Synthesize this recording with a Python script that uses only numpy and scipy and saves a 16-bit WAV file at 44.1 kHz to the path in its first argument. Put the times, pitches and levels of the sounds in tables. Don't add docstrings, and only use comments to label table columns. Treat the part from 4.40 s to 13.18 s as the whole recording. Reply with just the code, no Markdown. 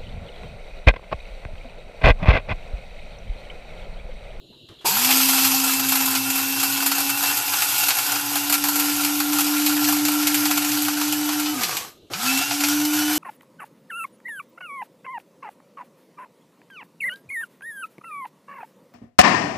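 import sys
import numpy as np
from scipy import signal
from scipy.fft import rfft, irfft, next_fast_len
from scipy.io import wavfile
from scipy.ndimage import uniform_filter1d, map_coordinates

SR = 44100
rng = np.random.default_rng(int(sys.argv[2]) if len(sys.argv) > 2 else 0)


def dump(signal):
    limited = np.clip(np.atleast_2d(signal).T, -1, 1)
    pcm = np.round(limited * 32767).astype(np.int16)
    wavfile.write(sys.argv[1], SR, pcm)


def how_loud(loudness_db):
    steps = np.asarray(loudness_db, float) / 20
    return 10 ** steps


N = 387198
TIME = np.arange(N) / SR

# [on t/s, off t/s, boost of the whine level/dB]
PRESSES = [
    (.442, 7.138, 1),
    (7.7, 9, 12.5),
]
# [t/s, peak level/dB, knock level/dB, top octave level/dB]
CRACKS = [(0.6447, -2.5, -24, -10), (0.706, 2, -18, -14), (0.8, -3, -12, -27), (0.887, -0.5, -18, -11.5),
          (0.9308, -7.5, -13, -6), (0.9765, -4.5, -15, -18), (1.0486, -4, -21, -6), (1.2384, -9.5, -15, -3),
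          (1.395, -6.5, -14, -9), (1.4858, -9, -27, -4), (1.5532, -5, -21, -10), (1.656, -9, -18, -5),
          (1.7517, -2, -19, -17), (1.901, -6.5, -22, -9), (2.199, -7.5, -26, -9), (2.4621, -5, -18, -5),
          (2.515, -3.5, -14, -12.5), (2.6936, -6, -17, -9), (3.1356, -5.5, -12, -12),
          (3.2204, -3, -15, -12.5), (3.3809, -12, -18, -1), (3.4828, -2.5, -14, -8.5),
          (3.5047, -3, -14, -30), (3.5855, -5.5, -16, -10), (3.757, -8.5, -15, -20), (3.955, -8, -6, -7),
          (4.1246, -3, -21, -8.5), (4.139, -7, -27, -9.5), (4.2386, -4.5, -17, -10),
          (4.3962, -5.5, -19, -9.5)]
# [t/s, peak level/dB, knock level/dB, top octave level/dB]
LATE_CRACKS = [(4.3567, -12.5, -11, -3.5), (4.6471, -3.5, -22, -11.5), (4.801, -6, -15, -12),
               (4.985, -8.5, -13, -7), (5.0064, -7.5, -16.5, -8.5), (5.262, -1.5, -30, -12),
               (5.4423, -5, -32, -17), (5.4864, -5.5, -17, -8.5), (5.6509, -5.5, -23, -10),
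               (5.6827, -7, -13, -9), (5.8703, -2, -26, -9), (5.9439, -5, -23, -7), (6.055, -4, -8, -13),
               (6.1094, -4.5, -17.5, -14), (6.1745, -3.5, -19, -10), (6.3174, -7, -29, -12),
               (6.4212, -13.5, -18, -3), (6.4825, -8, -6, -11), (6.6135, -7, -17, -19),
               (6.889, -10, -8, -13), (7.0587, -9, -17, -25), (7.2336, -2.5, -26.5, -15),
               (7.3254, -15, -16, -24), (7.3682, -7, -21, -10.5), (7.735, -8.5, -21, -27),
               (7.8299, -10.5, -15, -11), (7.9752, -7, -24, -6.5), (8.1084, -7, -5, -24),
               (8.2065, -8, -29, -9), (8.237, -1, -10, -15)]


def unit(x):
    return x / np.sqrt(np.mean(x ** 2) + 1e-20)


def along(points, hz):
    f, v = np.transpose(points)
    return np.interp(np.log(hz + 1), np.log(f + 1), v)


def curves(*tables):
    s, *cols = np.transpose(np.vstack(tables))
    return [np.interp(TIME, s, c) for c in cols]


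def powered():
    return uniform_filter1d(sum((TIME >= on) * (TIME <= off) for on, off, _ in PRESSES) * 1., size=220)


def wobble(rate):
    return map_coordinates(rng.standard_normal(int(N * rate / SR) + 4), [np.arange(N) * rate / SR])


def filtered(x, response):
    m = next_fast_len(N + SR // 2)
    return irfft(rfft(x, m) * response(np.fft.rfftfreq(m, 1 / SR)), m)[..., :N]


def modes(table):
    def response(f):
        total = 0
        for k, (c, w, db) in enumerate(table):
            total = total + (-1) ** k * how_loud(db) * 1j * f * w / (c * c - f * f + 1j * f * w)
        return total
    return response


def rush(spectrum, patchy_db):
    z = signal.stft(rng.standard_normal(N), nperseg=512)[2]
    field = uniform_filter1d(rng.standard_normal(z.shape), size=8, axis=0)
    field = uniform_filter1d(field, size=6, axis=1)
    x = signal.istft(z * how_loud(patchy_db * unit(field)), nperseg=512)[1][:N]
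    return unit(filtered(x, lambda hz: how_loud(along(spectrum, hz))))


def bursts(times, levels_db, t60s, rise_s):
    env, t = np.zeros(N + SR), np.arange(SR // 10) / SR
    for s, db, t60 in zip(times, levels_db, t60s):
        fall = how_loud(db - 60 * t / np.clip(t60, .004, .3))
        env[round(s * SR):][:len(t)] += fall * (1 - np.exp(-t / rise_s))
    return env[:N]


def narrow(hz, width_hz):
    turn = 2 * np.pi * np.cumsum(hz) / SR
    slow = filtered(rng.standard_normal((2, N)), lambda f: 1 / (1 + 1.3j * f / width_hz) ** 2)
    return unit(slow[0] * np.cos(turn) + slow[1] * np.sin(turn))


def kitchen():
    # [f/Hz, level/dB per Hz]
    quiet = [(30, -7), (74, -0.5), (217, -8), (373, -4), (656, -15.5), (900, -29), (1930, -38), (5000, -35),
             (9000, -44), (14000, -51)]
    # [f/Hz, level/dB per Hz]
    simmer = [(2300, -43), (2750, -1), (3400, -5), (4000, 1.5), (4500, -14.5), (6200, -41), (6900, -17),
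              (7600, -31), (14000, -28)]
    # [t/s, level/dB]
    flame = [(0, -54.5), (.33, -53.5), (.44, -53), (7.5, -63), (8.78, -66)]
    # [t/s, level/dB, time to fall 60 dB/s, f/Hz, width/Hz]
    tap_table = [
        (.126, -57, 0.2, 930, 180),
        (.287, -41, .04, 3500, 390),
        (.287, -59, 0.05, 2600, 3400),
        (.287, -52, 0.39, 1300, 1100),
        (.388, -45, .3, 3370, 20),
        (.41, -52, 0.42, 1400, 1495),
        (0.444, -27.5, 0.25, 385, 130),
        (0.446, -25, 0.61, 917, 54),
        (7.7, -35, 0.36, 420, 250),
    ]
    taps, t = np.zeros(N + SR), np.arange(SR // 5) / SR
    for s, db, t60, hz, width_hz in tap_table:
        band = np.array([hz - width_hz / 2, hz + width_hz / 2]) / (SR / 2)
        shake = signal.lfilter(*signal.butter(1, band, "band"), rng.standard_normal(len(t)))
        taps[round(s * SR):][:len(t)] += how_loud(db - 60 * t / t60) * (1 - np.exp(-t / .001)) * unit(shake)
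    hiss = how_loud(curves(flame)[0]) * rush(simmer, patchy_db=1.5)
    return how_loud(-52) * rush(quiet, patchy_db=-3.0) + hiss + taps[:N]


def shaft():
    # [t/s, shaft f/Hz, hand pressure level/dB]
    free = [
        [(.44, 268.3, -0.5), (1.7, 266.2, -4.5), (2.4, 275, -5), (3.05, 283.5, -3), (3.75, 287.1, -3),
         (3.95, 290, -1.5), (5.5, 296.2, 3.5), (6.3, 295.6, 0), (7.1, 299.3, -1)],
        [(7.7, 290, -2.5), (7.97, 272.2, -0.5), (8.05, 289, -5), (8.2, 290.8, 4), (8.45, 299.2, 2.5),
         (8.78, 301.4, -0.5)],
    ]
    spin_up_s, braking_hz_per_s, struck_sag_hz = .068, 900, 3.5
    free_hz, hand_db = curves(*free)
    speed = np.zeros(N)
    for (on, off, _), rows in zip(PRESSES, free):
        driven = free_hz * (1 - np.exp(-np.clip(TIME - on, 0, None) / spin_up_s))
        run_down = np.clip(rows[-1][1] - braking_hz_per_s * (TIME - off), 0, None)
        speed += np.where(TIME < off, driven, run_down)
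    s, db, *_ = np.transpose(CRACKS + LATE_CRACKS)
    sag = struck_sag_hz * bursts(s, db, np.full(len(s), .25), rise_s=.02)
    return np.abs(speed - sag), hand_db


def load():
    # [t/s, level/dB]
    flying = [
        [(.477, -18), (.525, -22), (.86, -19.5), (1.15, -22), (2.24, -25.5), (3.39, -24), (3.9, -25.5),
         (5.74, -25), (7.2, -27.5)],
        [(7.717, -35), (7.87, -22.5), (8.264, -25), (8.78, -26.5)],
    ]
    attack_s, settle_s, fall_db_per_s, residue_db = 0.017, 0.3, 260, -40
    knee_s = 0.044
    gate = 0
    for on, off, _ in PRESSES:
        fall_s = knee_s * np.logaddexp(0, (TIME - off - settle_s) / knee_s)
        settling = how_loud(np.maximum(-fall_db_per_s * fall_s, residue_db))
        gate = gate + np.clip((TIME - on) / attack_s, 0, 1) ** 3 * settling
    again_s = PRESSES[1][0]
    held_db = np.where(TIME < again_s, *[np.interp(TIME, *np.transpose(rows)) for rows in flying])
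    return np.minimum(gate, 1), held_db


def motor(turn, speed, hand_db, gate):
    # [f/Hz, level/dB]
    counter = [(90, -71), (140, -45), (220, -41), (250, -31), (265, -24.5), (275, -26), (289, -26),
               (297, -23.5)]
    # [f/Hz, level/dB]
    third = [(600, -74), (790, -53), (830, -45), (850, -37), (872, -48), (900, -44)]
    # [f/Hz, level/dB]
    sing = [(2000, -68), (2530, -54), (2600, -38.5), (2710, -35), (2790, -43.5), (2920, -58), (2990, -40)]
    null_hz, null_width_hz = 284.5, 7
    bare_s = 0.35

    def tone(order, rough):
        return np.sqrt(2) * np.sin(order * turn + rough * wobble(60))

    current = powered()
    felt = how_loud(along(counter, speed) + hand_db) * np.tanh((speed - null_hz) / null_width_hz)
    hum = felt * how_loud(0.25 * wobble(25)) * (tone(order=1, rough=0.034) + how_loud(-32) * tone(order=2, rough=0.77))
    hum += current * how_loud(-47.5) * narrow(speed, width_hz=27.0)

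    whine = how_loud(along(sing, 10 * speed) + 2.05 * wobble(30)) * tone(order=10, rough=0.62)
    whistle_db = -45.5 + 8 * (TIME > PRESSES[1][0]) - 5 * ((20 * speed - 5930) / 90) ** 2
    whine += how_loud(whistle_db) * tone(order=20, rough=.5)
    side_db = along(sing, np.abs(10 * speed - 120)) - 1.5 + 2.5 * wobble(20)
    side_phase = 10 * turn - 2 * np.pi * 120 * TIME + 1.1 * wobble(50)
    whine += how_loud(side_db) * np.sqrt(2) * np.sin(side_phase)
    boost_db = sum(db * (TIME > on) * np.exp(-((TIME - on) / bare_s) ** 2) for on, _, db in PRESSES)

    casing = how_loud(along(third, 3 * speed) + 2.5 * wobble(30)) * tone(order=3, rough=.15)
    buzz = how_loud(-49.5) * narrow(np.full(N, 119.), width_hz=9.5)
    return hum + current * (casing + how_loud(boost_db) * whine) + gate * buzz


def powder(turn, gate, hiss_db):
    # [f/Hz, level/dB per Hz]
    powder_colour = [(1000, -42), (1700, -13), (1980, -7.5), (2340, 0.5), (3750, -1.5), (4940, -0.5),
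                     (5440, -0.5), (5740, -0.5), (7970, -1.5), (9030, -6), (12800, 2.5), (13500, 1.5),
                     (14200, -9)]
    # [f/Hz, level/dB per Hz]
    rattle_colour = [(40, -49), (90, -80), (160, -29), (330, -6), (620, -23), (740, 1), (1100, -5.5),
                     (1500, 1), (1900, -3.5), (2600, -16.5)]
    # [f/Hz, width/Hz, level/dB]
    rim_modes = [(2616, 120, 4.5), (4720, 100, 5), (5030, 160, 5), (8100, 250, 2.5)]
    # [t/s, f/Hz, level/dB]
    grip = [(.44, 1296, -22), (.76, 1371, -7), (1.6, 1327, -5), (2.13, 1467, -4.5), (4.41, 1386, -1.5),
            (6.95, 1401, -4), (7.38, 1122, -1.5), (7.95, 1406, -3), (8.78, 1450, -1.5)]
    high_hz, high_db = curves(grip)
    s, size = rng.random((2, 500))
    grit = 1 + bursts(s * N / SR, -14 + 11 * size, np.full(len(s), .03), rise_s=0.00036)
    sweep = 1 + 0.039 * np.cos(2 * turn)
    surge = unit(wobble(22) + 1.34 * wobble(9))
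    caking_db = -0.92 * TIME
    rim = how_loud(caking_db) * filtered(rng.standard_normal(N), modes(rim_modes))
    swept = unit(grit * sweep * (rush(powder_colour, patchy_db=1.5) + rim))
    hiss = how_loud(hiss_db - 0.3 + 1.05 * surge) * swept

    low_hz = 791.4 - 6 * TIME
    ring = how_loud(-5.5) * narrow(low_hz, width_hz=55) + how_loud(high_db) * narrow(high_hz, width_hz=65)
    ring += how_loud(-4 + caking_db) * narrow(np.full(N, 1020.), width_hz=110)
    rocking_db = 13 * (1 - powered())
    thud = how_loud(-13 + caking_db + rocking_db) * narrow(np.full(N, 420.), width_hz=250)
    rattle = unit(grit ** 1.45 * (rush(rattle_colour, patchy_db=2.5) + ring + thud))
    shaking = how_loud(.8 * surge + .9 * wobble(30))
    rattle_db = -32 + 0.5 * (hiss_db - np.median(hiss_db))
    return gate * (hiss + how_loud(rattle_db) * shaking * rattle)


def seeds(gate):
    # [f/Hz, width/Hz, level/dB]
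    cup_modes = [(2500, 790, 3), (4520, 810, 3.5), (5970, 2000, -2), (7170, 900, 3.5), (12550, 1850, 6)]
    when, size, thump = rng.random((65, 3)).T
    chip_s = when * (N - 1) / SR
    chip_db = -12 + 5 * (2 * size - 1)
    chip_knock_db = -17.5 + 6 * (2 * thump - 1)
    chip_top_db = -8.5 + 0.23 * when * N / SR
    chips = np.transpose([chip_s, chip_db, chip_knock_db, chip_top_db])
    chips = chips[gate[(chips[:, 0] * SR).astype(int)] > .5]
    whole_s = np.array(CRACKS + LATE_CRACKS)[:, 0]
    chips = chips[np.abs(chips[:, :1] - whole_s).min(axis=1) > .025]
    s, db, knock_db, top_db = np.transpose(np.vstack([CRACKS, LATE_CRACKS, chips]))

    def snap(level_db):
        sharp_db = level_db - 13 + 1.24 * np.minimum(s, 6)
        split = bursts(s, sharp_db, np.full(len(s), .012), rise_s=0.00015)
        scatter = bursts(s, level_db - 5.0, np.full(len(s), .07), rise_s=0.0056)
        return split + scatter

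    def casing(f):
        feet = 1 - 1j * (620 / (f + 1)) ** 3
        return modes([(790, 150, 0), (1420, 200, -1)])(f) / feet

    knock = bursts(s, np.minimum(db + knock_db, -20) + 17.5, np.full(len(s), .06), rise_s=0.0012)
    noise = rng.standard_normal((3, N))
    body = filtered(snap(db) * noise[0], modes(cup_modes[:3]))
    top = filtered(snap(db + top_db + 7) * noise[1], modes(cup_modes[3:]))
    return body + top + filtered(knock * noise[2], casing)


def duller(x):
    # [t/s, level/dB]
    fineness_db = [(.44, 0), (2, 1), (5, 0.5), (6.5, -2), (7.3, -4), (8, -6), (8.78, -1)]
    high_pass = signal.butter(2, 8500 / (SR / 2), "high")
    top = signal.lfilter(*high_pass, x[::-1])[::-1]
    top = signal.lfilter(*high_pass, top)
    return x + (how_loud(curves(fineness_db)[0]) - 1) * top


def walls(x):
    # [f/Hz, time to fall 60 dB/s]
    wall_t60 = [(200, 0.36), (2000, 0.1), (12000, 0.074)]
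    hz, t, z = signal.stft(rng.standard_normal(SR // 2), SR, nperseg=256)
    tail = signal.istft(z * how_loud(-60 * t / along(wall_t60, hz)[:, None]), SR, nperseg=256)[1]
    return signal.fftconvolve(np.pad(x, (300, 0)), tail / np.linalg.norm(tail))[:N]


def scene():
    speed, hand_db = shaft()
    gate, hiss_db = load()
    speed = speed * (1 + 0.00256 * wobble(15))
    turn = 2 * np.pi * np.cumsum(speed) / SR
    cup = duller(powder(turn, gate, hiss_db) + seeds(gate))
    mono = kitchen() + motor(turn, speed, hand_db, gate) + cup + how_loud(-10.5) * walls(cup)
    return np.array([mono, mono])


def low_pass(x):
    return signal.sosfilt(signal.butter(12, 15270, fs=SR, output="sos"), x)


def record(dry):
    # [f/Hz, level/dB]
    mic = [(20, -8), (60, -10), (110, -1.5), (13900, 1), (14150, -31.5), (14700, -65)]
    mix = filtered(dry, lambda hz: how_loud(along(mic, hz)))
    return low_pass(mix)


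dry = scene()
out = record(dry)
dump(out)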